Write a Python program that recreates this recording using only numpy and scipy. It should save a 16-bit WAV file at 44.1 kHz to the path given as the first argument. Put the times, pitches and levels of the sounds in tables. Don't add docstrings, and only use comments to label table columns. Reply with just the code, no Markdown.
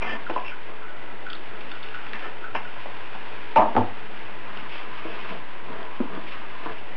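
import sys
import numpy as np
from scipy import signal
from scipy.fft import rfft, irfft, next_fast_len
from scipy.io import wavfile
from scipy.ndimage import map_coordinates

SR = 44100
rng = np.random.default_rng(int(sys.argv[2]) if len(sys.argv) > 2 else 0)


def linear_from_db(decibels):
    return 10 ** (np.asarray(decibels, float) / 20)


def master_out(mix):
    frames = np.transpose(np.atleast_2d(mix))
    ceiling = np.clip(frames, -1, 1)
    pcm = np.round(ceiling * 32767).astype(np.int16)
    wavfile.write(sys.argv[1], SR, pcm)


N = 307043

# frequency in Hz, nominal width in Hz, relative level in dB.
MORTAR_MODES = [(97.7, 8.1, -8.5), (224, 28, -6.5), (320, 39, -4.5), (447, 93, -5), (567, 86, 0),
                (711, 81, 2.5), (887, 84, 2.5), (1000, 128, 1.5), (1270, 120, -7), (1520, 140, -13.5),
                (1770, 56, -15.5), (2097, 61, -25.5), (2403, 87, -16), (2680, 48, -13.5),
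                (2963, 190, -18.5), (3160, 390, -35)]
# frequency in Hz, nominal width in Hz, relative level in dB.
PAN_MODES = [(189, 95, 3), (318, 95, 11.5), (400, 59, -4.5), (458, 47, -0.5), (648, 44, -12.5),
             (700, 14, -3), (980, 90, -4), (1200, 150, -9), (1650, 250, -28)]


def unit(x):
    return x / np.sqrt(np.mean(x ** 2) + 1e-20)


def along(points, hz):
    f, v = np.transpose(points)
    return np.interp(np.log(hz + 1), np.log(f + 1), v)


def curves(rows):
    s, *cols = np.transpose(rows)
    return [np.interp(np.arange(N) / SR, s, c) for c in cols]


def wobble(rate):
    knots = rng.standard_normal(int(N * rate / SR) + 4)
    return map_coordinates(knots, [np.arange(N) * rate / SR])


def filtered(x, response):
    m = next_fast_len(x.shape[-1] + 8192)
    return irfft(rfft(x, m) * response(np.fft.rfftfreq(m, 1 / SR)), m)[..., :x.shape[-1]]


def body(modes, tilt_db=lambda hz: 0):
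    def response(f):
        total = 0
        for k, (c, w, db) in enumerate(modes):
            resonance = 1j * f * w / (c * c - f * f + 1j * f * w)
            total = total + (-1) ** k * linear_from_db(db + tilt_db(c)) * resonance
        return total
    return response


def gritty(spike_db, rate):
    return unit(rng.standard_normal(N) * linear_from_db(spike_db * wobble(rate)))


def add(track, s, sound, db):
    start = round(s * SR)
    track[start:start + len(sound)] += (linear_from_db(db) * sound / np.abs(sound).max())[:N - start]


def contact(t60, rattle):
    t = np.arange(SR // 4) / SR
    push = rattle * rng.standard_normal(len(t)) * linear_from_db(-60 * t / max(t60, .004))
    push[0] = 1
    return push


def strokes(rows, rise, fall):
    t = np.arange(N) / SR
    s, length, *levels = np.transpose(rows)[..., None]
    shape_db = -rise * np.maximum(s - t, 0) - fall * np.maximum(t - s - length, 0)
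    return [linear_from_db(shape_db + db).max(axis=0) for db in levels]


def favoured(grit, modes, centre_hz, spread, base):
    shares = [base + np.exp(-(np.log(c / centre_hz) / spread) ** 2) for c, _ in modes]
    rings = [unit(filtered(grit, body([(c, w, 0)]))) for c, w in modes]
    total = sum((-1) ** k * share * ring for k, (share, ring) in enumerate(zip(shares, rings)))
    return total / np.sqrt(sum(share * share for share in shares))


def fan():
    # frequency in Hz, relative density in dB per Hz.
    air_spectrum = [(15, -33), (25, -15.5), (32, -20.5), (65, -35.5), (92, -17.5), (140, -19), (195, -12),
                    (276, -10.5), (338, -9.5), (370, -6.5), (479, -10.5), (586, -8.5), (996, -13),
                    (1260, -26), (2000, -11.5), (2600, -50), (4400, -120)]
    # frequency in Hz, half width at half amplitude in Hz, rms level in dB.
    hum = [(101.8, 17, -54.5), (206.4, 4.7, -58.5), (319, 14, -56.5), (435.2, 3.3, -53.5)]
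    air = unit(filtered(gritty(spike_db=1.6, rate=5.4), lambda hz: linear_from_db(along(air_spectrum, hz))))
    out = linear_from_db(-43) * air
    for hz, width, db in hum:
        tone = filtered(rng.standard_normal(N), lambda f: 1 / (1 + ((f - hz) / width) ** 2))
        out += linear_from_db(db) * unit(tone)
    return out


def simmer():
    # time in seconds, sizzle level in dB, mean bubbling level in dB.
    course = [(0.0, -41, -42), (1.0, -43, -55.5), (2.0, -39, -63), (2.6, -41.5, -57), (2.8, -39, -46),
              (4.0, -40, -51.5), (5.2, -42, -47), (6.0, -41, -42), (6.5, -44, -51), (6.96, -41.5, -44)]
    # frequency in Hz, relative density in dB per Hz.
    sizzle_spectrum = [(530, -18.5), (900, -1.5), (1140, -5), (1340, -3.5), (1680, -2), (1750, -6.5),
                       (2630, -4.5), (3900, -15.5), (5070, -63), (8580, -120)]
    sizzle_db, bubble_db = curves(course)
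    moments = rng.random(N) < 500 / SR
    bursts = moments * linear_from_db(2.0 * rng.standard_normal(N)) * rng.choice([-1, 1], size=N)
    mix = gritty(spike_db=.4, rate=20) + .45 * unit(bursts)
    sizzle = unit(filtered(mix, lambda hz: linear_from_db(along(sizzle_spectrum, hz))))
    bubbles = unit(filtered(gritty(spike_db=2.5, rate=36), body([(1006, 84, 0)])))
    return linear_from_db(sizzle_db) * sizzle + linear_from_db(bubble_db + 1.5 * wobble(4)) * bubbles


def rasp():
    # start in seconds, length in seconds, body level in dB,
    # rasp level in dB, centre of the rasp in Hz.
    rubs = [(0.019, 0.043, -32, -32, 2280), (0.062, 0.076, -33, -30, 1840),
            (0.445, 0.053, -56, -38.5, 2550), (0.69, 0.041, -39, -50, 1920),
            (2.138, 0.03, -39.5, -38, 1720), (2.223, 0.052, -42, -40, 1700)]
    grit = gritty(spike_db=3, rate=130)
    rub, scratch = strokes([row[:4] for row in rubs], rise=2200, fall=350)
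    centre_hz, = curves([(s + edge, c) for s, length, _, _, c in rubs for edge in (0, length)])
    low_modes = [(c, 1.2 * w, 0.21 * db) for c, w, db in MORTAR_MODES if 150 < c < 1400]
    high_modes = [(c, 0.62 * w) for c, w, _ in MORTAR_MODES if c > 1400]
    low = unit(filtered(grit, body(low_modes)))
    thin = favoured(grit, high_modes, centre_hz, spread=0.094, base=0.57)
    return rub * low + scratch * thin


def taps():
    # start in seconds, peak level in dB, pitch in Hz.
    bowl_taps = [(0.2657, -23, 1454), (0.481, -24.5, 2540), (0.519, -27.5, 1480), (0.8207, -32.5, 1340),
                 (1.2662, -25, 1490), (1.3014, -32, 1520), (1.717, -30.5, 1520), (1.946, -23.5, 1450),
                 (1.9934, -29, 1520), (2.442, -27, 1490), (2.652, -32.5, 1480)]
    out = np.zeros(N)
    for s, db, hz in bowl_taps:
        hollow = body([(hz, 90, 0), (.89 * hz, 70, -5)])
        add(out, s, filtered(contact(t60=0.093, rattle=0.045), hollow), db)
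    return out


def mortar():
    # start in seconds, peak level in dB, tilt of the low modes in dB,
    # tilt of the high modes in dB, pitch of the contact in Hz.
    knocks = [(0.2973, -14.5, 4.5, 8, 620), (0.307, -31, -5, 3, 950), (0.3605, -11, -4, -8, 1040),
              (0.377, -21.5, 3, 12, 1000), (2.549, -11.5, -8, 10.5, 710), (2.559, -16.5, 8, 24, 740),
              (2.763, -28, -3, 8, 720), (2.856, -22, 1, -11, 760), (3.149, -23.5, 3, 10.5, 870),
              (3.5605, 2, 0, -5.5, 914), (3.583, -5.5, 1.5, -8.5, 725), (3.62, -8.5, 9, -9, 980),
              (3.751, -13, 10, -7, 900), (3.7654, -3, 9, -15, 892), (3.777, -8, 13, -22, 593),
              (3.789, -17.5, 23, -13, 530)]
    out = np.zeros(N)
    for s, db, low_db, high_db, hz in knocks:
        t60 = 0.22 if 3.5 < s < 3.6 else 0.064

        def tilt(c):
            slope = along([(330, low_db), (600, 0), (1250, 0), (1800, high_db)], c)
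            return slope + 4 * np.exp(-(np.log(c / hz) / 0.11) ** 2)
        ring = filtered(contact(t60, rattle=0.1), body(MORTAR_MODES, tilt))
        thud = filtered(contact(t60, rattle=0.016), lambda f: body([(hz, 1300, -3)])(f) ** 2)
        blow = filtered(ring + thud, lambda f: 1 / (1 + 1j * f / 2500))
        add(out, s, blow, db)
    return out


def wipes():
    # start in seconds, length in seconds, level in dB.
    bowl_wipes = [(0.826, 0.067, -44.5), (0.93, .04, -48), (1.09, 0.018, -48), (1.28, 0.066, -44),
                  (1.5, 0.088, -47.5), (1.73, 0.12, -46), (1.96, 0.091, -42.5), (2.23, .03, -41),
                  (2.42, .07, -42.5), (2.65, .03, -46)]
    hum = unit(filtered(gritty(spike_db=2.5, rate=90), body([(1317, 39, -2), (1480, 19, 0)])))
    return strokes(bowl_wipes, rise=340, fall=220)[0] * hum


def ticks():
    # start in seconds, peak level in dB, pitch in Hz.
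    loud_ticks = [(1.3004, -27.5, 3070), (1.331, -21, 2900), (1.3516, -30, 3680), (1.608, -28, 2580),
                  (1.7154, -26, 3000), (1.754, -32.5, 2930), (1.8295, -28, 3030), (1.8848, -29, 2770),
                  (2.065, -30, 2570), (2.1328, -19, 1680), (2.193, -28.5, 2680), (2.8596, -35.5, 2680),
                  (4.5728, -27, 2630)]
    out = np.zeros(N)
    chance = [(u * (N - 1) / SR, -38.5 + 4 * v, 2850 * (.9 + .2 * w)) for u, v, w in rng.random((14, 3))]
    for s, db, hz in loud_ticks + chance:
        ring = filtered(contact(t60=.016, rattle=0.6), body([(hz, 310, 0), (3600, 500, -8)]))
        add(out, s, filtered(ring, body([(hz, 1500, 0)])), db)
    return out


def stir():
    # start in seconds, length in seconds, rumble level in dB,
    # drag level in dB, squelch level in dB.
    pushes = [(4.45, 0.13, -60, -49, -41.5), (4.57, 0.088, -48, -54, -44), (4.72, 0.13, -63, -58, -43),
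              (4.9, 0.12, -69, -55, -41), (5.06, 0.13, -52.5, -41, -40.5), (5.25, .08, -42.5, -38, -37),
              (5.685, .04, -41.5, -40, -43), (5.735, 0.074, -44.5, -39, -41), (6.118, 0.064, -39, -39, -40),
              (6.32, 0.31, -60, -53, -42), (6.662, 0.032, -45, -36, -36)]
    heavy, dragging, squelch = strokes(pushes, rise=430, fall=234)
    grit = gritty(spike_db=2.5, rate=70)
    low_modes = [(c, w, 0) for c, w, _ in PAN_MODES if c < 340]
    middle_modes = [(c, 1.25 * w, 0) for c, w, _ in PAN_MODES if 340 < c < 800]
    rumble = unit(filtered(grit, body(low_modes)))
    drag = unit(filtered(grit, body(middle_modes)))
    wet_modes = [(1000, 120, -0.5), (1225, 92, 1.5), (1620, 340, -4.5)]
    wet = unit(filtered(gritty(spike_db=1.5, rate=66), body(wet_modes)))
    return heavy * rumble + dragging * drag + squelch * wet


def bared_metal():
    # start in seconds, length in seconds, level in dB.
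    bared = [(4.56, 0.051, -46.5), (4.7, 0.085, -39.5), (4.9, 0.19, -45), (5.06, 0.25, -42),
             (5.72, 0.027, -52), (6.27, 0.058, -40.5), (6.35, 0.38, -46.5), (6.74, .03, -48)]
    modes = [(2230, 280, -3.0), (2648, 110, 2.5), (3070, 440, -6)]
    hiss = unit(filtered(gritty(spike_db=2.0, rate=50), body(modes)))
    return strokes(bared, rise=370, fall=140)[0] * hiss


def pan():
    # start in seconds, peak level in dB, tilt of the high modes in dB.
    bumps = [(5.052, -25, -15), (6.003, -12, -2), (6.033, -23, -3), (6.175, -25, 7), (6.66, -22, 15)]
    out = np.zeros(N)
    for s, db, high_db in bumps:
        tilt = lambda c: along([(500, 0.0047), (900, high_db)], c)
        ring = filtered(contact(t60=0.057, rattle=0.087), body(PAN_MODES, tilt))
        dull = filtered(ring, lambda f: 1j * f / 150 / (1 + 1j * f / 150) / (1 + 1j * f / 1300) ** 2)
        add(out, s, dull, db)
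    return out


def kitchen(x):
    # frequency in Hz, t60 in seconds.
    decay = [(100, 0.3), (300, 0.39), (1000, 0.33), (3000, 0.24)]
    out = np.zeros(N + 2 * SR)
    hop = SR // 20
    for start in range(0, N, hop):
        hz, t, z = signal.stft(rng.standard_normal(SR // 2), SR, nperseg=256)
        fade = linear_from_db(-60 * t / along(decay, hz)[:, None])
        tail = signal.istft(z * fade, SR, nperseg=256)[1]
        echo = signal.fftconvolve(x[start:start + hop], tail / np.linalg.norm(tail))
        out[start + 130:][:len(echo)] += echo
    return out[:N]


def limited(x):
    swing = np.abs(signal.hilbert(x, next_fast_len(N), axis=1)[:, :N])
    held = x / (1 + (swing / .85) ** 4) ** (1 / 4)
    return held / (1 + np.abs(held / .5) ** 7) ** (1 / 7)


def slow_sampling(x):
    # frequency in Hz, gain in dB.
    mirror_gain = [(4000, -2.5), (4400, -10.5), (5000, -20.5), (6000, -38.5), (6500, -46.5), (7100, -60),
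                   (7600, -76.5), (8200, -91.5), (8900, -74), (11000, -92)]
    camera_rate = 8000
    slow = signal.resample_poly(x, 80, 441, axis=1)
    back = signal.resample_poly(slow, 441, 80, axis=1)[:, :N]
    mirrored = back * (1 + 2 * np.cos(2 * np.pi * camera_rate * np.arange(N) / SR))
    return filtered(mirrored, lambda hz: linear_from_db(along(mirror_gain, hz)))


def scene():
    near = rasp() + taps() + mortar() + wipes() + ticks() + stir() + bared_metal() + pan()
    return (near + linear_from_db(-5.5) * kitchen(near) + fan() + simmer())[None]


def low_pass(x):
    return signal.sosfilt(signal.butter(12, 10500, fs=SR, output="sos"), x)


def record(dry):
    mix = slow_sampling(limited(dry)) - .0814
    return low_pass(mix)


dry = scene()
out = record(dry)
master_out(out)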